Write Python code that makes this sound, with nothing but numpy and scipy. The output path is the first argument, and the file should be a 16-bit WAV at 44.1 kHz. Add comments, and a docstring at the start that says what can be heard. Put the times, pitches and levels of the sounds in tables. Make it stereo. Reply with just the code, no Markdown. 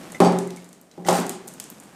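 """A soft rubbing, a tick and a clink come first, as a heavy mold is moved by its clamp handles.
It is knocked twice on a table in a reverberant workshop: each impact excites the modes of the
table top, which booms, and the first sets two copper rods ringing. The clamp clinks, the rods tap
the mold, and stick-slip friction makes a gritty scrape as it opens and slides off them.
Brittle crumbs of slag tick on the table."""
import sys
import numpy as np
from scipy import signal
from scipy.fft import rfft, irfft
from scipy.io import wavfile
from scipy.ndimage import uniform_filter1d

SR = 44100
rng = np.random.default_rng(int(sys.argv[2]) if len(sys.argv) > 2 else 0)


def dump_mix(stems):
    """Bounce the given channels to the path in sys.argv[1] as a 16-bit WAV at rate SR."""
    frames = np.atleast_2d(stems).T  # one column per channel
    limited = np.clip(frames, -1, 1)  # hard clip at full scale
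    pcm = np.round(limited * 32767).astype(np.int16)
    wavfile.write(sys.argv[1], SR, pcm)


N = 85995

# coherence of the sound field between left and right: f/Hz, coherence
COHERENCE = [(60, 0.8), (175, 0.99), (280, 0.92), (550, 0.84), (1000, 0.0099), (15000, 0)]


def amp(db):
    """Decibels to amplitude ratio."""
    return 10 ** (np.asarray(db) / 20)


def unit(x):
    """Normalisation to a mean energy of one per channel."""
    return x / np.sqrt(np.mean(np.sum(x ** 2, -1)) + 1e-20)


def value_at(curve, hz):
    """Interpolation on a logarithmic frequency axis."""
    f, value = np.transpose(curve)
    return np.interp(np.log(hz + 1), np.log(f + 1), value)


def add(mix, start_s, sound):
    """Superposition of a sound on the mix."""
    part = mix[:, max(round(start_s * SR), 0):][:, :sound.shape[-1]]
    part += sound[..., :part.shape[1]]


def pan(side_db):
    """Constant-power panning by a left-right level difference."""
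    return unit(amp(np.clip(side_db, -10, 10) * np.array([[.5], [-.5]])))


def colour(x, spectrum, tilt_db=0):
    """Minimum-phase filtering to a spectrum, tilted per octave from 150 to 2000 Hz."""
    size = 4096
    hz = abs(np.fft.fftfreq(size, 1 / SR))
    log_gain = np.log(amp(value_at(spectrum, hz) + tilt_db * np.log2(np.clip(hz, 150, 2000))))
    response = np.fft.ifft(np.exp(np.conj(signal.hilbert(log_gain)))).real[:size // 2]
    return signal.fftconvolve(x, response[None], axes=1)[:, :x.shape[1]]


def flatten(x):
    """Spectral whitening: narrow peaks and dips are levelled, so a diffuse sound has no pitch."""
    z = np.fft.fft(x)
    power = np.mean(abs(z) ** 2, 0) + 1e-12
    fine, broad = [uniform_filter1d(power, round(hz * x.shape[1] / SR), mode="wrap") for hz in (24, 400)]
    log_gain = .5 * np.log(broad / fine)
    return np.fft.ifft(z * np.exp(np.conj(signal.hilbert(log_gain)))).real


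def diffuse(noises):
    """Spatial coherence: long waves reach two nearby points alike, short waves independently."""
    left, other = rfft(noises)
    coherence = np.clip(value_at(COHERENCE, np.fft.rfftfreq(noises.shape[1], 1 / SR)), -1, 1)
    right = coherence * left + np.sqrt(1 - coherence ** 2) * other
    return irfft(np.array([left, right]), noises.shape[1])


def impact(t60, spectrum, tilt_db=0):
    """Modal overlap: dense, heavily damped modes merge into a noise burst, here of unit energy."""
    t = np.arange(SR // 4) / SR
    decay = amp(-60 * t / t60)
    z = rfft(rng.standard_normal((2, len(t))) * decay)
    z /= np.sqrt(uniform_filter1d(abs(z) ** 2, size=40, axis=1) + 1e-12)
    burst = diffuse(irfft(z, len(t))) * np.sqrt(decay)  # shortens the decay to about 2/3 of t60
    return unit(colour(flatten(burst), spectrum, tilt_db))


def ring(modes, tilt_db=0, rise_cycles=0.0091):
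    """Free vibration: damped sines, the higher ones out of phase between left and right."""
    t, out = np.arange(SR) / SR, 0
    for hz, db, t60 in modes:
        phase_gap = rng.choice([-1, 1]) * np.arccos(np.clip(value_at(COHERENCE, hz), -1, 1))
        decay = amp(db + tilt_db * np.log2(hz / modes[0][0]) - 60 * t / t60)
        rise = 1 - np.exp(-t * hz / rise_cycles)
        out = out + decay * rise * np.sin(2 * np.pi * hz * t + phase_gap * np.array([[.5], [-.5]]))
    return out


def friction(envelope, spectrum, spread_db, slips_per_s=6000):
    """Stick-slip friction: many small slips of uneven size merge into noise."""
    t = np.arange(N) / SR
    sizes = amp(spread_db * np.minimum(rng.exponential(1, N), 4))
    slips = sizes * (rng.random(N) < slips_per_s / SR)
    grains = colour(diffuse(slips * rng.standard_normal((2, N))), spectrum)
    return np.sqrt(N) * unit(grains) * amp(np.interp(t, *np.transpose(envelope)))


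def room(x, wet_db, delay_s=0.0012):
    """Reverberation: a diffuse tail follows the direct sound, each band decaying at its own rate."""
    # reverberation time of the workshop: f/Hz, T60/s
    decay_times = [(100, 0.72), (300, 0.61), (800, 0.46), (2000, 0.61), (5000, 0.41), (9000, 0.29),
                   (15000, 0.1)]
    hz, t, z = signal.stft(diffuse(rng.standard_normal((2, SR))), SR, nperseg=256)
    decay = amp(-60 * t / value_at(decay_times, hz)[:, None])
    tail = signal.istft(z * decay, SR, nperseg=256)[1]
    tail *= np.clip(np.arange(tail.shape[1]) / SR / delay_s - 1, 0, 1)
    response = flatten(signal.unit_impulse(tail.shape[1]) + amp(wet_db) * unit(tail))
    return signal.fftconvolve(x, response, axes=1)[:, :N]


def still_air():
    """Ambient noise: the air of the workshop carries a faint, steady diffuse field."""
    # background spectrum: f/Hz, level/dB
    spectrum = [(20, 5), (60, -16), (250, 9), (800, 2.5), (2000, -25.5), (15000, -42)]
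    noise = colour(diffuse(rng.standard_normal((2, N))), spectrum)
    return amp(-57.5) * np.sqrt(N) * unit(noise)


def handling():
    """Sliding friction: the mold rubs softly as it is moved."""
    # envelope of the rubbing: t/s, level/dB
    envelope = [(0, -39.5), (.15, -38.5), (.2, -44.5), (.6, -46.5), (.88, -58.5), (1.0, -51.5), (1.3, -57),
                (1.5, -46), (1.95, -47.5)]
    # its spectrum: f/Hz, level/dB
    spectrum = [(50, -6.5), (100, -12), (150, 0.5), (230, 3.5), (400, -5.5), (900, -7), (2000, -11.5),
                (4500, -18), (8500, -18), (14000, -26.5)]
    return friction(envelope, spectrum, spread_db=1.5)


def slag_ticks():
    """Brief contacts radiate treble: brittle crumbs snap off and land to either side."""
    # crumbs, each column on its own relative scale: t/s, level/dB, body/dB, snap/dB
    crumbs = [(0.1202, -22.5, -20, -23), (0.3875, -16.5, -2, -31), (0.4743, -30, -34, -23),
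              (0.5053, -30, 6.5, -17), (0.5623, -28.5, -3, -24), (0.57, -32, -8, -22),
              (0.644, -32.5, -6, -24), (0.6902, -34.5, -11.5, -24), (0.7293, -31, -3, -31),
              (0.8134, -37, -38.5, -4.5), (1.129, -15.5, -17, -25), (1.2012, -19.5, -34, -16),
              (1.266, -20.5, -25, -16), (1.2939, -12.5, -6.5, -11.5), (1.4748, -30, -23, -12),
              (1.479, -21, -8.5, -12), (1.4855, -25.5, -6, -11), (1.5375, -30, -10, -8),
              (1.5995, -17.5, -18, -12.5), (1.640, -25, -7, -20), (1.701, -26.5, -8, -2.5),
              (1.8001, -28, -26, -17), (1.836, -33.5, -30, -14)]
    # spectrum of the tick: f/Hz, level/dB
    tick_spectrum = [(100, -47), (1000, -11), (4000, -46), (6500, -0.5), (8700, 1.5), (11000, -6.5),
                     (15000, -17)]
    # of its duller body: f/Hz, level/dB
    body_spectrum = [(200, -40), (1000, -34), (3500, -22.5), (6000, -19.5), (12000, -73)]
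    # of its thin, bright snap: f/Hz, level/dB
    snap_spectrum = [(4000, -49), (10000, -14.5), (12500, -9), (16000, -6.5)]
    out = np.zeros((2, N))
    for s, db, body_db, snap_db in crumbs:
        tick = impact(0.018, tick_spectrum)
        body = amp(body_db - 3) * impact(0.018, body_spectrum)
        snap = amp(snap_db + 11) * impact(0.0086, snap_spectrum)
        add(out, s, amp(db + 11.5) * pan(6.5 * rng.standard_normal()) * (tick + body + snap))
    return out


def clamp_clinks():
    """Inharmonic modes: the struck clamp rings briefly at non-integer multiples of its pitch."""
    # clinks: t/s, level/dB, f/Hz of the lowest mode
    clinks = [(.1475, -29.5, 2020), (.48, -44, 2030), (.573, -41, 2180), (.9145, -52, 3940),
              (1.049, -36, 1970), (1.0665, -34, 3050)]
    # modes of the clamp: frequency ratio, level/dB, T60/s
    modes = [(1, 0, .11), (1.045, -4, .09), (1.76, -12, .05), (3.05, -7, .04)]
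    out = np.zeros((2, N))
    for s, db, hz in clinks:
        add(out, s, amp(db) * ring([(hz * ratio, level, t60) for ratio, level, t60 in modes]))
    return out


def table_knocks():
    """Impulsive excitation: each blow gives a thud and a crack and sets the table top booming."""
    # blows: t/s, thud/dB, tilt of thud and boom/(dB per octave), crack/dB, boom/dB
    blows = [(0.2027, 17.5, -0.5, 1, 22.5), (.2475, 10.5, -1, -4.5, 8), (.322, 1.5, -2, -12.5, -2),
             (0.977, -8.5, -7.5, -38, -3), (1.056, -7.5, -6, -35, 0.5), (1.0854, 11, 2.5, 1.5, 17.5),
             (1.113, 6, 0, -24, 4.5), (1.187, 1, -5.5, -17, 15.5), (1.294, -7, -3.5, -11, -21),
             (1.455, -20.5, -3.5, -44, 6)]
    # spectrum of the thud: f/Hz, level/dB
    thud_spectrum = [(40, -51), (100, -25), (150, -15), (210, -3), (270, 0), (315, -3), (382, 7), (455, -4),
                     (560, -2), (710, -0.5), (805, 8.5), (900, -1.5), (1150, -5), (1500, -15), (2300, -22),
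                     (5000, -43.5)]
    # of the crack: f/Hz, level/dB
    crack_spectrum = [(200, -32), (1200, -16.5), (2300, 3.5), (3500, 2), (6000, 1), (8500, 1.5),
                      (11000, -4.5), (15000, -13)]
    # modes of the table top under the mold: f/Hz, level/dB, T60/s
    modes = [(134.5, -16, .7), (178, 2, .74), (223, -8, .55), (276, -6, .62), (379, 1.5, .33),
             (395, 0, .33), (537, -2.5, .58), (601, -8, .45), (658, -1, .48), (765, -1.5, .45),
             (809, 5.5, .3), (854, -4, .38), (1044, -11, .48), (1091, -12, .4), (1263, -11, .42)]
    contacts, boom = np.zeros((2, 2, N))
    for s, thud_db, tilt_db, crack_db, boom_db in blows:
        thud = amp(thud_db) * impact(.085, thud_spectrum, tilt_db)
        crack = amp(crack_db) * impact(.028, crack_spectrum)
        add(contacts, s, thud + crack)
        add(boom, s, amp(boom_db) * unit(ring(modes, tilt_db, rise_cycles=0.83)))
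    damp_start_s, damp_length_s, damp_db = 1.162, 0.081, -17  # the shifting mold damps the table top
    damping = amp(damp_db * np.clip((np.arange(N) / SR - damp_start_s) / damp_length_s, 0, 1))
    return room(contacts, wet_db=1.5) + boom * damping


def rod_ring():
    """Beating: two struck copper rods ring slightly out of tune, each mode from its own direction."""
    # blows on the rods: t/s, level/dB
    blows = [(0.232, -24)]
    # modes of a rod: f/Hz, level/dB, T60/s, left minus right/dB
    modes = [(4651, 0, .24, 8), (5459, -5, .24, 0), (6428, -7, .26, 0), (7957, -2, .2, -9)]
    rise_s, beat_hz, twin_db = .014, 23, -8
    out = np.zeros((2, N))
    for s, db in blows:
        for hz, mode_db, t60, side_db in modes:
            twins = [(hz, mode_db, t60), (hz + beat_hz, mode_db + twin_db, t60)]
            add(out, s, amp(db) * pan(side_db) * ring(twins, rise_cycles=rise_s * hz))
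    return out


def sharp_taps():
    """Damped impacts: short, unpitched clicks. The rods tap the mold, and the loudest click is the sharp crack
    of the second knock on the table."""
    # taps: t/s, level/dB
    taps = [(0.9136, -24.5), (1.049, -17), (1.0878, 3), (1.6, -8.5)]
    # spectrum of a tap: f/Hz, level/dB
    spectrum = [(100, -48), (1500, -10), (2300, -7.5), (3400, -2), (3950, -8.5), (5000, -3.5), (7000, -1.5),
                (10000, -13), (15000, -47)]
    out = np.zeros((2, N))
    for s, db in taps:
        add(out, s, amp(db) * impact(.04, spectrum))
    return out


def mold_scrape():
    """Rough friction: the mold grinds along the rods, each band leaning to its own side."""
    # envelope of the scrape: t/s, level/dB
    envelope = [(1.04, -61.5), (1.075, -27), (1.15, -27), (1.2, -32), (1.25, -45.5), (1.38, -58.5)]
    # spectrum of the grit: f/Hz, level/dB
    spectrum = [(200, -2.5), (700, 9.5), (1400, 8.5), (2500, -1), (5500, -2), (8700, 3), (10500, -5.5),
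                (14500, -5)]
    # its balance: f/Hz, left minus right/dB
    balance = [(3300, 0.5), (5500, 12), (9000, -7.5), (13000, 3)]
    lean_db = value_at(balance, np.fft.rfftfreq(N, 1 / SR)) * np.array([[.5], [-.5]])
    grit = friction(envelope, spectrum, spread_db=3)
    return irfft(rfft(grit) * amp(lean_db), N)


def scene():
    """Superposition of all sources; the clamp is close, so its direct sound dominates."""
    debris = room(slag_ticks() + mold_scrape(), wet_db=-3.5)
    knocks = table_knocks() + rod_ring()
    clinks, taps = clamp_clinks(), sharp_taps()
    metal = room(clinks, wet_db=-15) + room(taps, wet_db=-3.5)
    return knocks + metal + debris + handling() + still_air()


def record(dry):
    """Soft saturation rounds the peaks; band limiting thins the deep bass and the top."""
    # microphone response: f/Hz, level/dB
    response = [(40, -13), (120, 0.5), (14400, -1.5), (14900, -15), (16500, -30)]
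    rounded = dry / (1 + dry ** 8) ** (1 / 8)
    lowpass = signal.firwin(511, cutoff=16500, window=("kaiser", 9), fs=SR)
    return signal.oaconvolve(colour(rounded, response), lowpass[None], "same")


dry = scene()
out = record(dry)
dump_mix(out)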